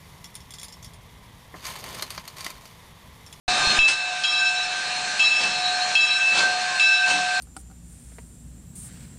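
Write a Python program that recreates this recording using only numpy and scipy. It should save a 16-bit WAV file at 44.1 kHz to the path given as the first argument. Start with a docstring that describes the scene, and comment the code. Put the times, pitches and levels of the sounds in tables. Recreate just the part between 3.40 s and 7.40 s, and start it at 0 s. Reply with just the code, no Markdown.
"""Steam locomotive ringing through a rail yard

The swinging brass bell is struck five times; cars and sheds throw it back with Doppler shifts.
Steam hisses, spits and chuffs, an idling engine throbs, a generator whines, metal squeaks once.
The camera's gain control steps with soft low thumps, ducks the yard at each stroke, then recovers."""
import sys
import numpy as np
from scipy import signal
from scipy.fft import rfft, irfft
from scipy.io import wavfile
from scipy.ndimage import uniform_filter1d

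SR = 44100
rng = np.random.default_rng(int(sys.argv[2]) if len(sys.argv) > 2 else 0)


def generate_wav(sig):
    """Save sig (samples, or channels by samples) to the path in sys.argv[1] as 16-bit PCM at SR."""
    pcm = np.round(np.clip(np.atleast_2d(sig).T, -1, 1) * 32767).astype(np.int16)
    wavfile.write(sys.argv[1], SR, pcm)


N = 176400
T = np.arange(N) / SR


def amp(db):
    """Decibels to gain."""
    return 10 ** (np.asarray(db) / 20)


def unit(x):
    """Scale to rms 1."""
    return x / np.sqrt(np.mean(abs(x) ** 2) + 1e-20)


def curve(points):
    """Gain over time from (time [s], level [dB]) points."""
    return amp(np.interp(T, *np.transpose(points)))


def lobes(rows):
    """Gain over time of brief Gaussian dips and swells."""
    return amp(sum(db * np.exp(-((T - at_s) / width_s) ** 2) for at_s, width_s, db in rows))


def drift(width_hz):
    """Low-passed random wander, rms 1."""
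    lowpass = np.exp(-(np.fft.rfftfreq(N, 1 / SR) / width_hz) ** 2)
    return unit(irfft(rfft(rng.standard_normal(N)) * lowpass, N))


def noise(spectrum, patch_db=1.65):
    """Slightly patchy noise, rms 1, coloured by (frequency [Hz], density [dB]) points."""
    bins_hz = np.fft.rfftfreq(2048, 1 / SR)
    hz, db = np.transpose(spectrum)
    colour_db = np.interp(np.log(bins_hz + 1), np.log(hz), db)
    real, imag, patches = rng.standard_normal((3, N // 512 + 5, len(bins_hz)))
    patches = unit(uniform_filter1d(uniform_filter1d(patches, size=6, axis=0), size=24, axis=1))
    frames = (real + 1j * imag) * amp(colour_db + patch_db * patches)
    return unit(signal.istft(frames.T, nperseg=2048, noverlap=1536)[1][:N])


def struck(at_s, hold_s, t60_s, rise_s):
    """Envelope: linear rise, hold, exponential decay."""
    age_s = np.maximum(T - at_s, 0)
    return np.minimum(age_s / rise_s, 1) * amp(-60 * np.maximum(age_s - hold_s, 0) / t60_s)


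def swung_partial(hz, level, echo_share, flutter):
    """One bell partial: direct sound, echoes each Doppler-shifted by the swing, and a diffuse wash."""
    swing_s, swing_m_per_s, sound_m_per_s = 1.6, 1.066, 343
    echo_count, wash_width_hz = 8, 58
    swing_rad_per_hz = swing_m_per_s * swing_s / sound_m_per_s * np.sin(2 * np.pi * T / swing_s)
    delays_s = np.linspace(0.018, 0.15, echo_count)
    direction_cosines = rng.permutation(np.linspace(-1, 1, echo_count))
    echoes = 0
    for delay_s, cosine in zip(delays_s, direction_cosines):
        late_level = np.interp(T - delay_s, T, level)
        doppler_rad = hz * cosine * np.interp(T - delay_s, T, swing_rad_per_hz)
        detune_turns = rng.random() + rng.normal(0, 4) * T
        echoes += late_level * np.exp(1j * (doppler_rad + 2 * np.pi * detune_turns))
    direct = np.exp(0.25j * hz * swing_rad_per_hz)
    wash = flutter * 0.23 * (drift(wash_width_hz) + 1j * drift(wash_width_hz))
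    envelope = level * (direct + wash) + echo_share * echoes / np.sqrt(echo_count)
    envelope *= amp(flutter * 1.44 * drift(22))
    return np.sqrt(2 * np.mean(level ** 2)) * (unit(envelope) * np.exp(2j * np.pi * hz * T)).real


def bell():
    """Clapper on brass: three long-ringing partials, a loud clang, beating upper modes, clink and tick."""
    # long-ringing partials as the bell swings (time [s], level [dB])
    hum_level = [(0.1, -28), (0.3, -40), (0.48, -42), (0.72, -23.5), (0.86, -35), (1.0, -28), (1.33, -28.5),
                 (1.42, -36.5), (1.55, -28.5), (1.84, -39.5), (2.2, -26), (2.42, -22), (2.58, -34),
                 (2.9, -31), (3.17, -22), (3.46, -35), (3.7, -21.5), (3.97, -23.5)]
    tierce_level = [(0.1, -34.5), (0.45, -30.5), (0.8, -24.5), (0.92, -39), (1.02, -16.5), (1.28, -38.5),
                    (1.39, -22.5), (1.52, -32), (2.3, -32.5), (2.68, -28), (2.82, -15.5), (2.94, -25),
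                    (3.04, -12), (3.15, -26.5), (3.33, -25.5), (3.54, -15.5), (3.86, -24), (3.97, -17)]
    shimmer_level = [(.1, -30), (.17, -34.5), (.28, -22), (.38, -31.5), (.55, -29), (.7, -32.5), (.9, -33),
                     (1.4, -32), (1.75, -27), (2.0, -29.5), (2.3, -26.5), (2.6, -29), (2.85, -36),
                     (3.0, -26.5), (3.35, -29), (3.6, -34.5), (4, -33.5)]
    # clapper strokes, the first before time 0 (time [s], clang [dB], upper modes [dB], clang hold [s],
    # extra at bite_hz [dB], upper t60 factor [-], tick [dB])
    strokes = [(-.6, -5.5, 8.5, .2, 1, 1.09, -20), (0.389, -8, -0.5, 0.089, -4, 0.85, -20),
               (0.836, -14, 1, 0.36, 0.5, 1.19, -15), (1.794, -11, -0.5, 0.23, -1, 1.35, -21),
               (2.552, -8, -0.5, 0.37, 4, 1.05, -19), (3.395, -10, -1, 0.31, -8, 0.93, -22)]
    # swing dips and swells of the clang and the bright mode (time [s], half width [s], gain [dB])
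    clang_lobes = [(.872, .012, -12.5), (.905, .016, -4), (1.075, 0.026, 5), (1.17, .03, -9.5),
                   (1.899, .014, -6.5), (2.018, 0.0097, -16), (2.105, 0.022, -11.5), (2.675, 0.022, -10.5),
                   (2.745, 0.028, -6.5), (2.789, 0.016, -14.5), (3.62, 0.019, -14.5), (3.68, 0.019, -18),
                   (3.8, 0.02, -5.5)]
    bright_lobes = [(.97, 0.023, 5.5), (1.25, .04, -5.5), (2.272, 0.055, 10.5), (2.76, 0.11, 6)]
    # upper modes (frequency [Hz])
    upper_hz = [1214, 2342, 3254, 3924, 4888, 5381, 6947, 8570]
    # per upper mode (level [dB], base t60 [s], rise [s], beat rate [Hz], beat depth [0-1], crest [s])
    upper_modes = [(-34.5, 5.06, .02, 2.1, 0.2, .06), (-36.5, 2.6, 0.0025, 8.6, .3, .02),
                   (-20, 0.75, .004, 9.3, 0.54, 0.034), (-20, 1.96, 0.0056, 12.45, 0.16, 0.066),
                   (-33, 0.57, 0.0027, 14, 0.1, 0.015), (-24, 1.4, 0.0017, 12, 0.35, 0.072),
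                   (-31.5, 0.95, .002, 21, 0.27, 0.024), (-45.5, 3.2, .01, 13, 0.8, 0.023)]
    # clapper tick (frequency [Hz], density [dB])
    tick_spectrum = [(300, -17), (1500, -8), (2500, -4), (4500, 10), (6500, 4.5), (10000, -33)]
    hum_hz, tierce_hz, clang_hz, bite_hz, bright_hz, shimmer_hz = 729.4, 1558, 2629, 3254, 3924, 4241
    attack_s, extra_decay_db_per_s, tail_db = 0.0013, 14, -16
    clink_hz, clink_width_hz, clink_db, clink_decay_s, tick_decay_s = 2800, 300, -18, 0.023, 0.0041

    out = swung_partial(hum_hz, curve(hum_level), echo_share=0.11, flutter=0.25)
    out += swung_partial(tierce_hz, curve(tierce_level), echo_share=0.35, flutter=0.56)
    out += swung_partial(shimmer_hz, curve(shimmer_level), echo_share=0.41, flutter=1.0)
    mode_db, t60_s, rise_s, beat_hz, depth, crest_s = np.transpose(upper_modes)[:, :, None]
    mode_hz = np.array(upper_hz)[:, None]
    hold_share = 0.27 * (mode_hz > bite_hz)
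    clang_power, upper_power, clink_level, tick_level = 0, 0, 0, 0
    for at_s, clang_db, upper_db, hold_s, bite_db, t60_factor, tick_db in strokes:
        age_s = np.maximum(T - at_s, 0)
        clang = struck(at_s, hold_s, t60_s=0.72, rise_s=attack_s)
        clang *= amp(clang_db - extra_decay_db_per_s * age_s)
        tail = amp(clang_db + tail_db) * struck(at_s, hold_s=0, t60_s=4.3, rise_s=attack_s)
        clang_power += clang ** 2 + tail ** 2
        strength = amp(upper_db + mode_db + bite_db * (mode_hz == bite_hz))
        beat = 1 + depth * np.cos(2 * np.pi * beat_hz * (age_s - crest_s))
        ring = struck(at_s, hold_s * hold_share, t60_s * t60_factor, rise_s)
        upper_power += (strength * beat * ring) ** 2
        attack = np.minimum(age_s / attack_s, 1)
        clink_level += attack * np.exp(-age_s / clink_decay_s)
        tick_level += amp(tick_db) * attack * np.exp(-age_s / tick_decay_s)
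    out += swung_partial(clang_hz, np.sqrt(clang_power) * lobes(clang_lobes), echo_share=0.15, flutter=0.7)
    for hz, power in zip(upper_hz, upper_power):
        swell = lobes(bright_lobes) if hz == bright_hz else 1
        out += swung_partial(hz, np.sqrt(power) * swell, echo_share=0.31, flutter=1.13)
    resonance = signal.iirpeak(clink_hz, clink_hz / clink_width_hz, SR)
    clink = unit(signal.lfilter(*resonance, rng.standard_normal(N)))
    return out + amp(clink_db) * clink_level * clink + tick_level * noise(tick_spectrum)


def steam():
    """Escaping steam: steady hiss, one sharp spit, a thin singing tone."""
    # steam noise (frequency [Hz], density [dB])
    hiss_spectrum = [(25, -10), (60, -21), (110, -20.5), (150, -12.5), (230, -14), (400, -14.5),
                     (650, -2.5), (1000, -4), (1300, -5), (1700, 4), (2050, -5), (2550, 5), (3000, -2),
                     (3700, -2.5), (4300, -2), (5000, -3.5), (6300, -5.5), (8000, -8), (10000, -20.5)]
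    spit_spectrum = [(200, -16), (800, -4.5), (1700, -1.5), (3000, 3), (4500, 2.5), (6000, -0.5),
                     (8000, -3.5), (10000, -10.5)]
    # hiss and singing tone (time [s], level [dB])
    hiss_level = [(0, -25), (.38, -24.5), (.65, -23.5), (1.0, -25), (1.5, -24), (2.45, -25), (2.75, -22.5),
                  (3.3, -23), (3.55, -23.5), (4, -24)]
    singing_level = [(.1, -33.5), (.35, -30), (.6, -34.5), (1.2, -35.5), (2.5, -46), (3.5, -33), (4, -37)]
    spit_db, singing_hz = -12, 3665
    spit = amp(spit_db) * struck(at_s=0.478, hold_s=0.021, t60_s=0.25, rise_s=0.0043) * noise(spit_spectrum)
    singing = np.sqrt(2) * curve(singing_level) * np.sin(2 * np.pi * singing_hz * T + 0.61 * drift(4))
    return curve(hiss_level) * noise(hiss_spectrum) + spit + singing


def engine(throb_hz=13.8, throb_depth=0.15):
    """Throbbing rumble of an engine at idle."""
    # rumble (frequency [Hz], density [dB])
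    spectrum = [(60, -21), (110, -4.5), (145, -6.5), (200, 0.5), (280, -5), (400, -1), (520, -4.5),
                (800, 6.5), (1200, 2), (2500, -18)]
    # rumble (time [s], level [dB])
    level = [(.1, -32.5), (.35, -30.5), (.6, -38.5), (1.0, -40.5), (1.7, -36.5), (2.1, -41), (2.5, -36.5),
             (2.8, -49), (3.2, -36), (3.5, -45), (4, -41)]
    throb = np.sin(2 * np.pi * throb_hz * T + 0.29 * drift(1.5))
    return curve(level) * (1 + throb_depth * throb) * noise(spectrum)


def generator(waver_depth=0.092):
    """Thin, wavering whine of the turbine generator."""
    # whine tones (frequency [Hz], level [dB])
    tones = [(147, -54.5), (866, -46.5), (1473, -43.5), (1591, -42), (1650, -43.5), (1708, -41.5),
             (2121, -49.5), (2412, -41.5)]
    out = 0
    for hz, db in tones:
        waver = 1 + waver_depth * drift(17)
        out += np.sqrt(2) * amp(db) * waver * np.sin(2 * np.pi * hz * T + 0.5 * drift(3))
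    return out


def gain_thumps():
    """Soft low thumps as the gain control steps: DC pulses with a slight undershoot."""
    # thumps (time [s], time scale [s], gain [dB])
    thumps = [(.079, 0.0054, -22), (0.272, 0.0033, -20.5), (0.386, 0.022, -13)]
    out = 0
    for at_s, scale_s, db in thumps:
        age = np.maximum(T - at_s, 0) / scale_s
        out += amp(db) * (1 - np.exp(-4 * age)) * (1 - age / 4) * np.exp(-age / 2)
    return out


def chuffs(sputter_db=1.4, sputter_hz=110):
    """Stack exhaust: sputtering rushes with a lingering hollow body; the last rings and whistles."""
    # puffs (time [s], rise [s], rush decay [s], rush [dB], body [dB])
    puffs = [(1.969, 0.052, 0.11, -20, -35.5), (2.909, 0.083, 0.071, -14, -29),
             (3.649, 0.046, 0.08, -15.5, -34)]
    # exhaust noise (frequency [Hz], density [dB])
    rush_spectrum = [(100, -17.5), (400, -10), (800, -1.5), (1700, -6), (3000, -1.5), (3700, -3), (4400, 1),
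                     (4900, -7.5), (6000, -5.5), (8000, -13), (10000, -22.5)]
    body_spectrum = [(40, -30.5), (100, -21.5), (170, 4), (350, -2.5), (550, 4.5), (900, 1.5), (2000, -8.5),
                     (6000, -55.5)]
    # low resonances and whistle (time [s], half width [s], frequency [Hz], pitch wander [-], level [dB])
    tones = [(3.78, .08, 188, .02, -37.5), (3.755, 0.042, 294, 0.017, -31.5),
             (3.722, 0.033, 8300, .014, -28)]
    rush = noise(rush_spectrum) * amp(sputter_db * drift(sputter_hz))
    body = noise(body_spectrum)
    out = 0
    for at_s, rise_s, decay_s, rush_db, body_db in puffs:
        rise = np.clip((T - at_s) / rise_s, 0, 1)
        decay = np.exp(-np.maximum(T - at_s - rise_s, 0) / decay_s)
        out += amp(rush_db) * rise * decay * rush
        out += amp(body_db) * struck(at_s, hold_s=0.15, t60_s=0.44, rise_s=rise_s) * body
    for at_s, width_s, hz, wander, db in tones:
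        phase_rad = 2 * np.pi * np.cumsum(hz * (1 + wander * drift(130))) / SR
        out += amp(db) * np.exp(-((T - at_s) / width_s) ** 2) * np.sin(phase_rad)
    return out


def squeak():
    """Rubbing metal: a faint, falling tone."""
    # glide (time [s], length [s], start [Hz], end [Hz], level [dB])
    glides = [(3.258, 0.145, 1110, 1022, -27)]
    out = 0
    for at_s, length_s, start_hz, end_hz, db in glides:
        progress = np.clip((T - at_s) / length_s, 0, 1)
        phase_rad = 2 * np.pi * np.cumsum(start_hz + (end_hz - start_hz) * progress) / SR
        out += amp(db) * np.sin(np.pi * progress) * np.sin(phase_rad + 0.5 * drift(60))
    return out


def scene():
    """The whole yard, mono."""
    return (bell() + steam() + engine() + generator() + gain_thumps() + chuffs() + squeak())[None]


def record(dry):
    """The microphone opens; gain control ducks fast and recovers slowly; a low-pass follows."""
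    open_s, fade_s, cutoff_hz = 0.079, 0.0036, 10150
    threshold_db, slope, sense_s, attack_s, detector_fall_db_per_s = -17.5, 0.8, 0.011, 0.0025, 5
    mic = dry[0] * np.clip((T - open_s) / fade_s, 0, 1)
    power_db = 10 * np.log10(abs(uniform_filter1d(mic ** 2, int(sense_s * SR))) + 1e-12)
    fall_db = T * detector_fall_db_per_s
    held_db = np.maximum.accumulate(power_db + fall_db) - fall_db
    over_db = np.maximum(held_db - threshold_db, 0)
    pole = np.exp(-1 / (attack_s * SR))
    duck_db = slope * signal.lfilter([1 - pole], [1, -pole], over_db)
    lowpass = signal.firwin(511, cutoff_hz, window=("kaiser", 9), fs=SR)
    return signal.oaconvolve(mic / amp(duck_db), lowpass, "same")[None]


dry = scene()
out = record(dry)
generate_wav(out)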